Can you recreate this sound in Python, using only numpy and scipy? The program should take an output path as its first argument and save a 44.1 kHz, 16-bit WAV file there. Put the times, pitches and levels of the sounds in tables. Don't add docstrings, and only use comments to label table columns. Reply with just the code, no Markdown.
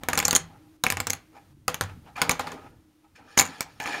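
import sys
import numpy as np
from scipy import signal
from scipy.fft import rfft, irfft, next_fast_len
from scipy.io import wavfile
from scipy.ndimage import uniform_filter1d, map_coordinates

SR = 44100
rng = np.random.default_rng(int(sys.argv[2]) if len(sys.argv) > 2 else 0)


def ratio(d):
    e = np.asarray(d, float) / 20
    return 10 ** e


def master_out(mix):
    frames = np.transpose(np.atleast_2d(mix))
    ceiling = np.clip(frames, -1, 1)
    pcm = np.round(ceiling * 32767).astype(np.int16)
    wavfile.write(sys.argv[1], SR, pcm)


N = 176400

# (time [s], crack [dB], high chip ring [dB], low stack ring [dB], table knock [dB])
RIFFLE_1 = [(0.0344, -34, -2, 3, -2), (0.0858, -22.5, -11, 1, 4), (0.1319, -24.5, -5.5, 2, 2),
            (0.1537, -33.5, 6.5, -1.5, -1.5), (0.1753, -18.5, 0, -2, -7), (0.1795, -19, -6, -1.5, -4),
            (0.1893, -18.5, -6.5, -19, -9.5), (0.2, -23.5, 8.5, 5, -3), (0.2268, -30, -3, 4.5, 6),
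            (0.2521, -22, 14, -8, -5), (0.2807, -17.5, 0, -6, -5), (0.3094, -17.5, 1.5, -9.5, -9),
            (0.3293, -21, 2, 0.5, 0.5), (0.3508, -23, 9.5, -9, -6), (0.3554, -16, 4, -18, -14),
            (0.3611, -19.5, 6.5, -10, -9.5), (0.3635, -19, 7.5, -15, -10.5)]
RIFFLE_2 = [
    (0.8378, -18.5, -4.5, -1.5, 0),
    (0.8655, -22.5, -17, 8, 0),
    (0.9016, -19.5, -15, 2, -9.5),
    (0.9229, -25.5, -5, 5.5, -2),
    (0.9707, -34, 4, 8.5, 7),
    (1.002, -20, 0, 1.5, -7),
    (1.0696, -22, -2, -4.5, -5.5),
    (1.0994, -25, 0, -4.5, -11),
    (1.1036, -27, -1, -6, -8),
    (1.1324, -23, -3, -7, -9),
]
SPREAD = [
    (1.6804, -19, -0.5, -0.5, 0),
    (1.7435, -27, 3, -1, -3.5),
    (1.8101, -22, -6.5, 1, 0.5),
    (2.2167, -16, -2, -5, 0.5),
    (2.294, -15, -4, -4.5, -2),
    (2.3106, -27.5, 9.5, -0.5, 5.5),
    (2.3156, -27.5, 4.5, -2, 0),
    (2.394, -32, -0.5, -4, 12.5),
    (2.4701, -44.5, 2, 10, 17.5),
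    (2.5183, -45, 6, 4, 13),
]
PUSH = [(3.3757, -21, 5, 7.5, -4), (3.3806, -26, 12, 2, 0), (3.3859, -19.5, 4.5, -16.5, -6),
        (3.3895, -16.5, -2, -10.5, -10.5), (3.3945, -18.5, 5.5, -1.5, -8), (3.3973, -16, 6.5, -5.5, -6),
        (3.4007, -17, -2, -6.5, -9), (3.4096, -23.5, 12, -0.5, -1.5), (3.4161, -23, 1, 1, -2),
        (3.607, -20.5, -6.5, -3.5, -10), (3.8011, -36, -3, 6, 0), (3.8579, -41.5, -1, 12.5, 10),
        (3.8742, -40, -2, 8, 6.5)]
# (time [s], level [dB])
TICKS = [(0.0992, -34), (0.1481, -33.5), (0.249, -27), (0.3151, -26.5), (0.8439, -30), (0.912, -30.5),
         (1.0796, -40), (1.8368, -31), (1.8964, -55), (2.166, -40), (2.2223, -23.5), (2.4097, -31.5),
         (3.1595, -54.5), (3.3728, -27.5), (3.4238, -23.5), (3.4525, -30), (3.4638, -31), (3.4747, -34.5),
         (3.6127, -34.5), (3.6271, -33.5), (3.8222, -36), (3.8639, -33)]
# (time [s], level [dB])
STRAYS = [
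    (3.583, -46),
    (3.813, -38),
    (3.83, -38),
    (3.839, -40),
    (.883, -34),
    (1.7, -36),
]
# (frequency [Hz], level [dB])
CRACK = [(1500, -12), (4200, 0), (9500, -4.5), (16000, -8)]
# (frequency [Hz], level [dB], T60 [s])
CHIP_MODES = [(4300, -9, .005), (6560, 0, .01), (7000, -2, .009)]
STACK_MODES = [(1764, -4, 0.0072), (2239, 1, .008), (2650, -4, 0.007)]
# (frequency [Hz], level [dB], T60 [s])
TABLE_MODES = [(90.1, -19, 0.2), (164.3, -19.5, 0.36), (255.6, -15.5, .2), (492.8, -13.5, 0.12),
               (805, -5, .08), (1005, -5, 0.06), (1181, -2, .04), (1434, -6, .04)]
# (frequency [Hz], level [dB])
THUD = [(130, -3), (1200, 1.5), (3000, -5), (7000, -16.5), (14000, -25.5)]
# (time [s], level [dB], frequency [Hz], T60 [s])
STANDOUT = [(.087, -19, 1150, .03), (.25, -30, 92, .3), (.335, -27, 92, .3), (.4, -38, 163, .4),
            (.905, -24, 90, .3), (.99, -27, 95, .25), (1.07, -28, 95, .3), (1.5, -54, 140, .6),
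            (1.682, -12, 1250, .028), (1.6805, -18, 8900, .008), (1.815, -21, 98, .25),
            (2.218, -15, 1450, .03), (2.296, -20, 1000, .03), (2.315, -24, 1010, .06),
            (1.681, -17, 2000, .015), (3.608, -27, 2300, .03), (1.681, -18, 6300, .008)]
# (time [s], rise [s], fall per 20 dB [s], level [dB], deep modes [dB])
RUBS = [(0, .011, .36, -55, -3), (.47, .04, .2, -57, -3), (1.29, .07, .09, -52, 0),
        (1.885, .012, .05, -42, -12), (2.01, .07, .07, -47, -8), (2.152, .008, .1, -40, -12),
        (2.174, .006, .08, -30, -20), (2.23, .05, .13, -42, 0), (2.41, .03, .2, -42, 0),
        (2.5, .03, .17, -53, 11), (2.6, .07, .025, -55, 4), (3.03, .015, .04, -60, -8),
        (3.16, .03, .7, -55, -5), (3.43, .06, .3, -46, -8), (3.797, .006, .3, -42, -8),
        (3.855, .02, .4, -37, -3)]
# (frequency [Hz], width [Hz], level [dB])
SCRAPE = [(815, 70, 0), (1100, 120, -8), (1290, 90, -6)]
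DEEP = [(275, 45, 0), (480, 40, -4), (610, 50, -8)]
# (frequency [Hz], level [dB])
SCRAPE_BED = [(200, -30), (500, -14), (1100, -12), (2500, -20), (4000, -32), (16000, -60)]
# (time [s], rise [s], fall per 20 dB [s], level [dB], fizz [dB])
SLIDES = [
    (1.3, .07, .1, -62, -5),
    (2.152, .01, .1, -44, -6),
    (2.42, .05, .2, -50, -8),
    (3.145, .015, .08, -53, -8),
    (3.22, .1, .3, -55, -6),
    (3.45, .05, .3, -49, -2),
    (3.797, .006, .3, -40, -8),
    (3.855, .02, .2, -40, -8),
    (3.89, .04, .25, -38, -13),
]
# (frequency [Hz], width [Hz], level [dB])
FACES = [(1710, 70, 0), (2140, 120, -10), (2420, 90, -6)]
FIZZ = [(3070, 500, -2), (4400, 400, 0), (5300, 500, -2), (6900, 500, -5), (9300, 500, -11)]
# (frequency [Hz], level [dB])
FACES_BED = [(300, -30), (1500, -12), (3000, -16), (8000, -32), (16000, -46)]
# (frequency [Hz], T60 [s])
ROOM = [(200, .3), (2000, .28), (12000, 0.11)]
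# (frequency [Hz], level [dB])
HISS = [(300, 0.5), (1500, -7), (7000, -14.5), (16000, -17)]
# (from [s], to [s], gain [dB])
HISS_DIPS = [
    (0.775, 0.837, -5.5),
    (1.537, 1.683, -6),
    (2.719, 3.3, -4),
]
# (frequency [Hz], level [dB])
DRONE = [(25, 4), (55, -3), (95, 0), (200, -11), (300, -14), (700, -49)]
# (time [s], level [dB])
DRONE_LEVEL = [(.45, -49), (.75, -60), (1.0, -45), (1.27, -58), (1.38, -50), (1.65, -55), (1.9, -46),
               (2.55, -52), (2.75, -57), (3.5, -61), (3.75, -54)]
HUM_LEVEL = [(.5, -75), (.66, -60), (.8, -60), (.85, -70), (1.3, -64), (1.66, -65), (1.75, -75), (2.7, -72),
             (2.8, -65), (3.1, -66), (3.2, -72)]
# (frequency [Hz], gain [dB])
MIC = [(7000, 0), (8000, -3), (9400, 3), (10300, -3), (11500, 1), (14300, -2), (15700, -4), (16200, -28)]


def clacks():
    tick_trim_db, tick_rings_db = -11, (7, 4, -3)
    rows = [*RIFFLE_1, *RIFFLE_2, *SPREAD, *PUSH]
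    rows += [(s, db + tick_trim_db, *tick_rings_db) for s, db in TICKS + STRAYS]
    out = np.zeros(N + SR)
    for (s, db, high_db, low_db, knock_db), seed in zip(rows, rng.integers(SR, size=99)):
        chance = np.random.default_rng(seed)
        contacts = rim_contacts(chance)
        chips = signal.fftconvolve(contacts, chip_ring(high_db, low_db, chance))
        knock = table_knock(knock_db, chance)
        start = round(s * SR)
        out[start:][:len(chips)] += ratio(db) * chips
        out[start:][:len(knock)] += ratio(db) * knock
    return out[:N]


def rim_contacts(chance):
    contacts, burst_s, size_db = 9, .00045, 3
    chatter_s, chatter_db = .012, -14
    wait, at, size = chance.exponential(size=(3, contacts))
    burst = np.bincount(((wait + at) * burst_s * SR).astype(int), ratio(size_db * size - 2.5 * at))
    late, size = chance.exponential(size=(2, 2 * contacts))
    touches = ratio(chatter_db + size_db * size - 6 * late)
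    chatter = np.bincount((late * chatter_s * SR).astype(int), touches, minlength=SR // 10)
    burst = np.pad(burst / np.linalg.norm(burst), (0, len(chatter) - len(burst)))
    return burst + chatter / np.sqrt(contacts)


def chip_ring(high_db, low_db, chance):
    crack_db, chip_db, stack_db = 15.5, 3.5, 4.5
    crack_t60_s = 0.0046
    t = np.arange(SR // 20) / SR
    crack = coloured(chance.standard_normal(len(t)), CRACK) * ratio(-60 * t / crack_t60_s)
    chip = ratio(chip_db + high_db) * ring(CHIP_MODES, t, chance)
    stack = ratio(stack_db + low_db) * ring(STACK_MODES, t, chance)
    return ratio(crack_db) * crack + chip + stack


def table_knock(knock_db, chance):
    level_db, lag_s = -1.5, .0015
    thud_db, thud_t60_s = 9, 0.072
    t = np.arange(SR // 4) / SR
    thud_fade = ratio(thud_db - 60 * np.sqrt(t / thud_t60_s) / 2)
    thud = coloured(chance.standard_normal(len(t)), THUD) * thud_fade
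    onset = 1 - np.exp(-(t / lag_s) ** 2)
    return ratio(level_db + knock_db) * (ring(TABLE_MODES, t, chance) + thud) * onset


def ring(modes, t, chance):
    detune, uneven_db = .025, 3
    hz, db, t60 = np.transpose(modes)[:, :, None]
    z = chance.standard_normal((2, len(modes), 1))
    fade = ratio(db + uneven_db * z[0] - 60 * t / t60)
    return np.sum(fade * np.sin(2 * np.pi * hz * (1 + detune * z[1]) * t), axis=0)


def standout():
    rise_cycles = 1.2
    s, db, hz, t60 = np.transpose(STANDOUT)[:, :, None]
    t = np.maximum(np.arange(N) / SR - s, 0)
    swell = 1 - np.exp(-t * hz / rise_cycles)
    return np.sum(ratio(db - 60 * t / t60) * swell * np.sin(2 * np.pi * hz * t), axis=0)


def slides():
    no_bed = [(99, -99)]
    skin = strokes(RUBS, rubbed(SCRAPE, SCRAPE_BED), rubbed(DEEP, no_bed))
    chips = strokes(SLIDES, rubbed(FACES, FACES_BED), rubbed(FIZZ, no_bed))
    return skin + chips


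def strokes(rows, body, extra):
    t = np.arange(N) / SR
    out = np.zeros(N)
    for s, rise, fall, db, extra_db in rows:
        press = np.clip((t - s) / rise, 0, 1) ** 2
        fade = ratio(db - 20 * np.maximum(t - s - rise, 0) / fall)
        out += press * fade * (body + ratio(extra_db) * extra)
    return out


def rubbed(modes, bed):
    def response(f):
        total = ratio(along(bed, f))
        for k, (centre, width, db) in enumerate(modes):
            peak = 1j * f * width / (centre * centre - f * f + 1j * f * width)
            total = total + (-1) ** k * ratio(db) * peak
        return total
    return unit(patchy(filtered(grit(), response))) * ratio(1.8 * wobble(45))


def grit():
    grains_per_s, grain_db = 4000, 2
    hits = rng.random(N) < grains_per_s / SR
    strength = ratio(grain_db * np.minimum(rng.exponential(size=N), 5))
    return rng.standard_normal(N) * (0.35 + hits * strength)


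def patchy(x):
    patch_db = 3
    z = signal.stft(x, nperseg=512)[2]
    field = uniform_filter1d(rng.standard_normal(z.shape), size=5, axis=0)
    field = uniform_filter1d(field, size=6, axis=1)
    return signal.istft(z * ratio(patch_db * unit(field)), nperseg=512)[1][:N]


def room(x):
    gap_s = .008
    out, step = np.zeros(N + SR), SR // 4
    for start in range(0, N, step):
        hz, t, z = signal.stft(rng.standard_normal(SR // 2), SR, nperseg=256)
        decay = ratio(-60 * t / along(ROOM, hz)[:, None])
        tail = signal.istft(z * decay, SR, nperseg=256)[1]
        tail = tail * np.clip(np.arange(len(tail)) / (gap_s * SR), 0, 1)
        wet = signal.fftconvolve(x[start:start + step], tail / np.linalg.norm(tail))
        out[start:start + len(wet)] += wet
    return out[:N]


def floor():
    hiss_db, hum_hz, hum_width_hz = -65.5, 311, 12
    dips = sum(curve([(a - .01, 0), (a, db), (b, db), (b + .01, 0)]) for a, b, db in HISS_DIPS)
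    hiss = unit(coloured(rng.standard_normal(N), HISS)) * ratio(hiss_db + dips)
    drone = unit(coloured(rng.standard_normal(N), DRONE)) * ratio(3.0 * wobble(5.7))
    hum = unit(filtered(rng.standard_normal(N), lambda f: 1 / (1 + ((f - hum_hz) / hum_width_hz) ** 2)))
    hum = hum * ratio(curve(HUM_LEVEL) + 2.5 * wobble(8))
    return hiss + ratio(curve(DRONE_LEVEL)) * drone + hum


def unit(x):
    return x / np.sqrt(np.mean(x ** 2) + 1e-20)


def along(points, hz):
    f, v = np.transpose(points)
    return np.interp(np.log(hz + 1), np.log(f + 1), v)


def curve(rows):
    return np.interp(np.arange(N) / SR, *np.transpose(rows))


def wobble(rate):
    return map_coordinates(rng.standard_normal(size=1000), [np.arange(N) * rate / SR])


def filtered(x, response):
    m = next_fast_len(len(x) + 8192)
    return irfft(rfft(x, m) * response(np.fft.rfftfreq(m, 1 / SR)), m)[:len(x)]


def coloured(x, spectrum):
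    return filtered(x, lambda hz: ratio(along(spectrum, hz)) * (hz > spectrum[0][0] / 2))


def scene():
    room_db = -16.5
    near = clacks() + standout() + slides()
    return (near + ratio(room_db) * room(near) + floor())[None]


def low_pass(x):
    return signal.sosfilt(signal.butter(12, 17000, fs=SR, output="sos"), x)


def record(dry):
    top_hz, low_cut_hz, ceiling = 16900, 60, .8

    def microphone(hz):
        low_cut = (1j * hz / (low_cut_hz + 1j * hz)) ** 2
        return (hz < top_hz) * ratio(along(MIC, hz)) * low_cut
    x = filtered(dry[0], microphone)
    x = x / (1 + np.abs(x / ceiling) ** 4) ** (1 / 4)
    return low_pass(x[None])


dry = scene()
out = record(dry)
master_out(out)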